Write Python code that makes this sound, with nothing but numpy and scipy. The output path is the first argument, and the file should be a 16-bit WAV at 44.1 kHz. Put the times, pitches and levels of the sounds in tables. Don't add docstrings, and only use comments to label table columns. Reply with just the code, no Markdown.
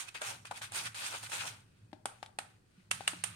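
import sys
import numpy as np
from scipy import signal
from scipy.fft import rfft, irfft
from scipy.io import wavfile
from scipy.ndimage import uniform_filter1d

SR = 44100
rng = np.random.default_rng(int(sys.argv[2]) if len(sys.argv) > 2 else 0)


def dump(signal):
    limited = np.clip(np.atleast_2d(signal).T, -1, 1)
    pcm = np.round(limited * 32767).astype(np.int16)
    wavfile.write(sys.argv[1], SR, pcm)


N = 147735
TIME = np.arange(N) / SR

# (frequency [Hz], relative density [dB per Hz])
SCRAPE_TONE = [(120, -85), (200, -22.5), (709, -12.5), (806, -2.5), (1140, -3), (1480, 5), (1810, -1),
               (2510, 2), (5130, -0.5), (7540, -13), (8740, -7), (14600, -18.5), (16000, -28)]
# (frequency [Hz], relative level [dB], T60 [s])
WALL_MODES = [(188, -19, 0.12), (320, 3.5, .04), (446, -5, 0.02), (620, 20, 0.075), (790, 34.5, 0.022),
              (848, 20, 0.09), (890, -34, 0.021), (1160, -11, 0.075), (1150, -7.5, 0.03)]
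# (time [s], nominal peak [dB], thud [dB], thud centre [Hz], crack [dB],
# crack centre [Hz], treble [dB], loosened powder [dB], left over right [dB]); part levels are relative to the peak
KNOCKS = [(0.15, -45, -41, 1130, -10.5, 1700, -33, -40, 9), (0.217, -30, -11, 630, -12, 1400, -21, -42, 2),
          (0.453, -37.5, -40, 950, -11.5, 2530, -23, -40, -0.5),
          (0.511, -35, -1, 890, -12.5, 1400, -49, -34, -2),
          (0.617, -33.5, -44, 860, -13, 1550, -55, -40, 0),
          (0.72, -39, -8.5, 720, -10.5, 2540, -14, -44, -0.5),
          (0.945, -43.5, -28, 600, -4.5, 1610, -27, -40, -2),
          (1.229, -37, -32, 960, -13, 4250, -32, -38, 3), (1.318, -40, -17, 743, -3, 1660, -19, -42, 4),
          (1.93, -42.5, 2.5, 349, -15, 1500, -36, -39, 6),
          (2.056, -26.5, -5, 710, -10.5, 1250, -17, -36.5, 0.5),
          (2.228, -35.5, -1, 844, -9, 1390, -26, -48, 4),
          (2.261, -48.5, -34, 719, -7.5, 3250, -24, -39, -3),
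          (2.387, -28.5, -5, 840, -7, 1500, -17, -37, 0), (2.911, -22, -60, 1080, -7, 2570, -13.5, -29, -3),
          (3.007, -35, -1.5, 750, -18, 2520, -35, -26, 4.0),
          (3.076, -25.5, -18.5, 1100, -3, 2840, -10.5, -26.5, -1.5),
          (3.133, -43.5, 0, 337, -12.5, 2640, -40, -44, 6),
          (3.238, -33.5, -6, 1123, 2.5, 2870, -0.5, -20, -1.5)]

SPLIT_HZ = 2770
PING_WIDTH_HZ = 260
TAPPING_FROM_S = 2.9


def undb(db):
    return 10 ** (np.asarray(db) / 20)


def unit(x):
    return x / np.sqrt(np.mean(x ** 2))


def curve(rows, axis):
    rows = np.array(rows)
    return np.interp(TIME, rows[:, 0], rows[:, axis])


def colour(x, table):
    table = np.array(table)
    f = np.linspace(1, SR / 2, 2049)
    log_gain = np.interp(np.log(f), np.log(table[:, 0]), table[:, 1]) * np.log(10) / 20
    cepstrum = irfft(log_gain)
    cepstrum[1:2048] *= 2
    cepstrum[2049:] = 0
    impulse = irfft(np.exp(rfft(cepstrum)))
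    return signal.fftconvolve(x, impulse)[:len(x)]


def band(x, lo_hz, hi_hz):
    return signal.sosfilt(signal.butter(2, [lo_hz, hi_hz], "band", fs=SR, output="sos"), x)


def highpass(x, hz):
    return signal.sosfilt(signal.butter(2, hz, "high", fs=SR, output="sos"), x)


def resonance(x, hz, width_hz):
    return signal.lfilter(*signal.iirpeak(hz, hz / width_hz, SR), x)


def walk(rate):
    hold = int(SR / rate)
    steps = np.repeat(rng.standard_normal(N // hold + 1), hold)
    smooth = uniform_filter1d(uniform_filter1d(steps, hold), hold)[:N]
    return smooth / smooth.std()


def pair(make):
    shared, lag_s = 0.13, .0003
    both = make()
    late = np.roll(both, int(lag_s * SR))
    return np.array([np.sqrt(shared) * b + np.sqrt(1 - shared) * make() for b in (both, late)])


def grains():
    per_s, spread_db = 12000, 1.6
    on = rng.random(N) < per_s / SR
    size = rng.standard_normal(N) * undb(spread_db * rng.exponential(size=N))
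    return unit(on * size)


def bowl(x):
    # (frequency [Hz], width [Hz], relative level [dB])
    modes = [(797, 57, -35), (1240, 75, 4), (1384, 50, -10), (2540, 51, 5), (3250, 100, -15.5),
             (4770, 46, 0), (5550, 360, 9), (6450, 920, 12)]
    catch_db = 5
    ring = 0
    for hz, width_hz, db in modes:
        level = undb(db + catch_db * walk(29.33))
        ring = ring + level * resonance(x, hz, width_hz) / np.sqrt(width_hz)
    return ring


def ticks():
    per_s = 110
    out, t = np.zeros(N + 512), np.arange(512) / SR
    decay = np.exp(-np.pi * PING_WIDTH_HZ * t / 2)
    for at, pitch, size in rng.random((int(per_s * N / SR), 3)):
        ping = np.sin(2 * np.pi * 1200 * 4 ** pitch * t) * decay
        out[int(at * N):][:512] += size ** 2 * ping
    return unit(out[:N])


def grit(treble):
    ring_db, tick_db, patchy_db = -5.5, -9, 2.2
    g = grains()
    x = unit(colour(g, SCRAPE_TONE)) + undb(ring_db) * unit(bowl(g)) + undb(tick_db) * ticks()
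    edges = 1000 * 1.4 ** np.arange(9)
    lows = [signal.sosfiltfilt(signal.butter(2, hz, fs=SR, output="sos"), x) for hz in edges] + [x]
    bands = [undb(patchy_db * walk(60.17)) * (hi - lo) for lo, hi in zip(lows, lows[1:])]
    body = unit(sum(b for b, hz in zip(bands, edges) if hz <= SPLIT_HZ))
    top = unit(sum(b for b, hz in zip(bands, edges) if hz > SPLIT_HZ))
    return body + treble * top


def boom():
    low = band(colour(grains(), SCRAPE_TONE), 237, 767)
    return unit(undb(2.2 * walk(39.44)) * low)


def whisk():
    # (time [s], scrape level [dB], boom [dB to scrape], treble [dB to scrape])
    stroke_curves = [
        [(0.0, -42.5, -9, -2.5), (0.064, -61, -3.5, -9), (0.09, -50.5, -5.5, -1), (0.102, -63, -22, -16),
         (0.135, -66, -19, -10)],
        [(0.14, -74, -11, 0), (0.146, -47.5, -9, -6), (0.156, -45, -1, -10), (0.176, -51, -20, -7),
         (0.205, -60, -9, -13)],
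        [(0.21, -58, -1, -4), (0.216, -48.5, 5.5, -7.5), (0.262, -42.5, -12, -7.5), (0.308, -47.5, 0.5, -1.5),
         (0.402, -67, -10.5, -6.5), (0.44, -74, -22, -2)],
        [(0.445, -78, -27, -2), (0.451, -57.5, 13.5, -15), (0.471, -52, -37, -8), (0.5, -66, -21, -16)],
        [(0.505, -71, -5, -12), (0.513, -53, 11, 0), (0.527, -71.5, 23, 4), (0.535, -60, -24, -5),
         (0.577, -48.5, -7, -3), (0.61, -69, -18, -2)],
        [(0.612, -57, 2.5, -13), (0.62, -46.5, 1, -3), (0.644, -44, -13, -7), (0.688, -63.5, -27, -8),
         (0.71, -62, -10, -23)],
        [(0.715, -63, -4, -6), (0.723, -54.5, 0, -3), (0.757, -42, -8.5, 1), (0.805, -42, -8, -4),
         (0.827, -53, 0, 1.5), (0.871, -39, -12.5, -9), (0.907, -67, -29, -9), (0.935, -61, -21, -7)],
        [(0.94, -72, -23, -15), (0.95, -47, -9, -3.5), (1.002, -48, -6, -2), (1.068, -40, -9, -4),
         (1.1, -51.5, -2.5, 0), (1.15, -43, -4, -7.5), (1.22, -58.5, -30, -2)],
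        [(1.222, -61, -3, 2), (1.234, -48.5, 0, -0.5), (1.268, -49, -27, -5.5), (1.284, -60.5, -9, -4),
         (1.3, -48.5, -2, -1)],
        [(1.305, -56, -9, -0.5), (1.331, -42, -0.5, -2.5), (1.389, -46.5, -12.5, -3.5), (1.415, -38.5, -16, -9),
         (1.451, -50.5, 5.5, -4), (1.477, -41.5, -11.5, -6), (1.505, -53, -4, -4), (1.66, -77, -8, -9.5)],
    ]
    # (time [s], level [dB])
    sift_curves = [
        [(1.66, -74), (1.756, -77.5), (1.784, -73.5), (1.802, -77), (1.91, -86), (1.92, -68)],
        [(2.5, -69), (2.594, -118), (2.66, -82.5), (2.804, -72), (2.896, -81), (2.9, -74)],
    ]
    strokes = sum(stroke_curves, [])
    press = undb(curve(strokes, axis=1)) * (TIME < sift_curves[0][0][0])
    sift = sum(undb(np.interp(TIME, *np.array(s).T, left=-120, right=-120)) for s in sift_curves)
    treble = undb(curve(strokes, axis=3))
    hiss = pair(lambda: grit(treble))
    return hiss * (press + sift) + pair(boom) * press * undb(curve(strokes, axis=2))


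def room(x):
    t60_s, treble_t60_s, gap_s, level_db = 0.34, 0.27, 0.0013, -11.5
    t = np.arange(SR // 2) / SR
    out = []
    for ch in x:
        n = rng.standard_normal(len(t)) * (t > gap_s)
        tail = band(n, 100, 3100) * undb(-60 * t / t60_s)
        tail += band(n, 2440, 13500) * undb(-60 * t / treble_t60_s)
        out.append(signal.fftconvolve(ch, tail / np.sqrt(np.sum(tail ** 2)))[:N])
    return undb(level_db) * np.array(out)


def kitchen():
    # (frequency [Hz], relative density [dB per Hz])
    room_tone = [(15, -9), (25, -2.5), (114, 0), (242, -6.5), (354, -8), (624, -18), (1940, -22.5),
                 (2220, -33), (3820, -32.5), (4370, -25), (5430, -30), (16000, -42)]
    # (time [s], level [dB])
    rumble = [(0.0, -77), (0.04, -69.5), (0.25, -72), (0.28, -55), (0.32, -61), (0.38, -61.5), (0.72, -62),
              (0.89, -55), (0.95, -67.5), (1.46, -60), (1.79, -65.5), (1.84, -61.5), (2.19, -72.5),
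              (2.43, -65.5), (2.82, -75), (2.95, -55), (3.13, -65), (3.35, -52.5)]
    air_db, low_hz, low_width_hz, upper_hz, upper_db = -71.5, 109, 20, 165, -8
    mid, side = (colour(rng.standard_normal(N), room_tone) for _ in range(2))
    side = highpass(side, 220)
    air = (mid + side * np.array([[1], [-1]])) * undb(air_db) / mid.std()
    low = resonance(resonance(rng.standard_normal(N), low_hz, low_width_hz), low_hz, 2 * low_width_hz)
    upper = resonance(resonance(rng.standard_normal(N), upper_hz, 75), upper_hz, 100)
    return air + (unit(low) + undb(upper_db) * unit(upper)) * undb(curve(rumble, axis=1))


def thud(t, centre_hz):
    octaves = 0.14
    x = 0
    for hz, db, t60 in WALL_MODES:
        nearness = 1 / (1 + (np.log2(hz / centre_hz) / octaves) ** 2)
        x = x - np.sin(2 * np.pi * hz * t) * undb(db - 60 * t / t60) * nearness
    x = highpass(x, 150)
    return x / np.abs(x).max()


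def knock_rise(s, db):
    return .0012 if db > -33 and s > TAPPING_FROM_S else .0003


def knocks():
    crack_s, rattle_s, rattle_db, shake_s = .0032, 0.028, -17.5, 0.1
    ping_db, strike_db = -2, 3
    out, t = np.zeros((2, N + SR)), np.arange(SR) / SR
    noise, powder = pair(grains), pair(lambda: grit(0.36))
    top = np.array([unit(band(band(n, SPLIT_HZ, 11160), SPLIT_HZ, 11160)) for n in noise])
    for s, db, thud_db, thud_hz, crack_db, crack_hz, treble_db, powder_db, pan_db in KNOCKS:
        rise = knock_rise(s, db)
        i = int((s - 4 * rise) * SR)
        j = rng.integers(N - SR)
        u = t - 6 * rise
        a = np.abs(u)
        snap = np.exp(-a / crack_s)
        fall = snap + undb(rattle_db) * np.exp(-a / rattle_s)
        n = noise[:, j:j + SR]
        ping = unit(resonance(n, crack_hz, PING_WIDTH_HZ))
        mid = unit(band(n, 850, 4220)) + undb(ping_db) * snap / fall * ping
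        envelope = np.where(u < 0, np.exp(-a / rise), fall)
        crack = envelope * (undb(crack_db) * mid + undb(treble_db) * top[:, j:j + SR])
        shaken = undb(powder_db) * (u > 0) * np.exp(-a / shake_s) * powder[:, j:j + SR]
        wall = undb(thud_db) * thud(np.maximum(u + rise, 0), thud_hz)
        level = undb(db + strike_db + np.array([[pan_db], [-pan_db]]) / 2)
        out[:, i:i + SR] += level * (wall + crack + shaken)
    return out[:, :N]


def rocking():
    # (time [s], nominal peak [dB])
    bumps = [(1.82, -53), (2.776, -49)]
    out, t = np.zeros(N + SR), np.arange(SR) / SR
    hz, _, t60 = WALL_MODES[0]
    for s, db in bumps:
        swell = 1 - np.exp(-t / 0.0061)
        out[int(s * SR):][:SR] += np.sin(2 * np.pi * hz * t) * swell * undb(db - 60 * t / t60)
    return out[:N]


def wire_hum():
    hz, hum_db, t60_s, from_db = 176, -31, 1.5, -36
    out, t = np.zeros(N + SR), np.arange(SR) / SR
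    for s, db, _, _, crack_db, *_ in KNOCKS:
        if s > TAPPING_FROM_S and db + crack_db > from_db:
            i = int((s - 4 * knock_rise(s, db)) * SR)
            tone = np.sin(2 * np.pi * hz * (t + i / SR))
            out[i:i + SR] += tone * undb(db + crack_db + hum_db - 60 * t / t60_s)
    return out[:N] * undb(2.5 * walk(25))


def scene():
    near = whisk() + knocks()
    return near + room(near) + rocking() + wire_hum() + kitchen()


def record(dry):
    # (frequency [Hz], right over left [dB])
    port_tilt = [(120, 0), (260, 4), (500, -4), (1000, -2), (2500, -3), (4500, -3), (7000, 5), (10500, 7),
                 (14000, 4)]
    port_hz, port_width_hz, port_db, top_hz = 8750, 900, 6, 16050
    halves = [[(hz, k * db / 2) for hz, db in port_tilt] for k in (-1, 1)]
    left, right = (colour(ch, half) for ch, half in zip(dry, halves))
    right = right + undb(port_db) * resonance(right, port_hz, port_width_hz)
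    return signal.sosfilt(signal.ellip(10, .2, 70, top_hz, fs=SR, output="sos"), [left, right])


dry = scene()
out = record(dry)
dump(out)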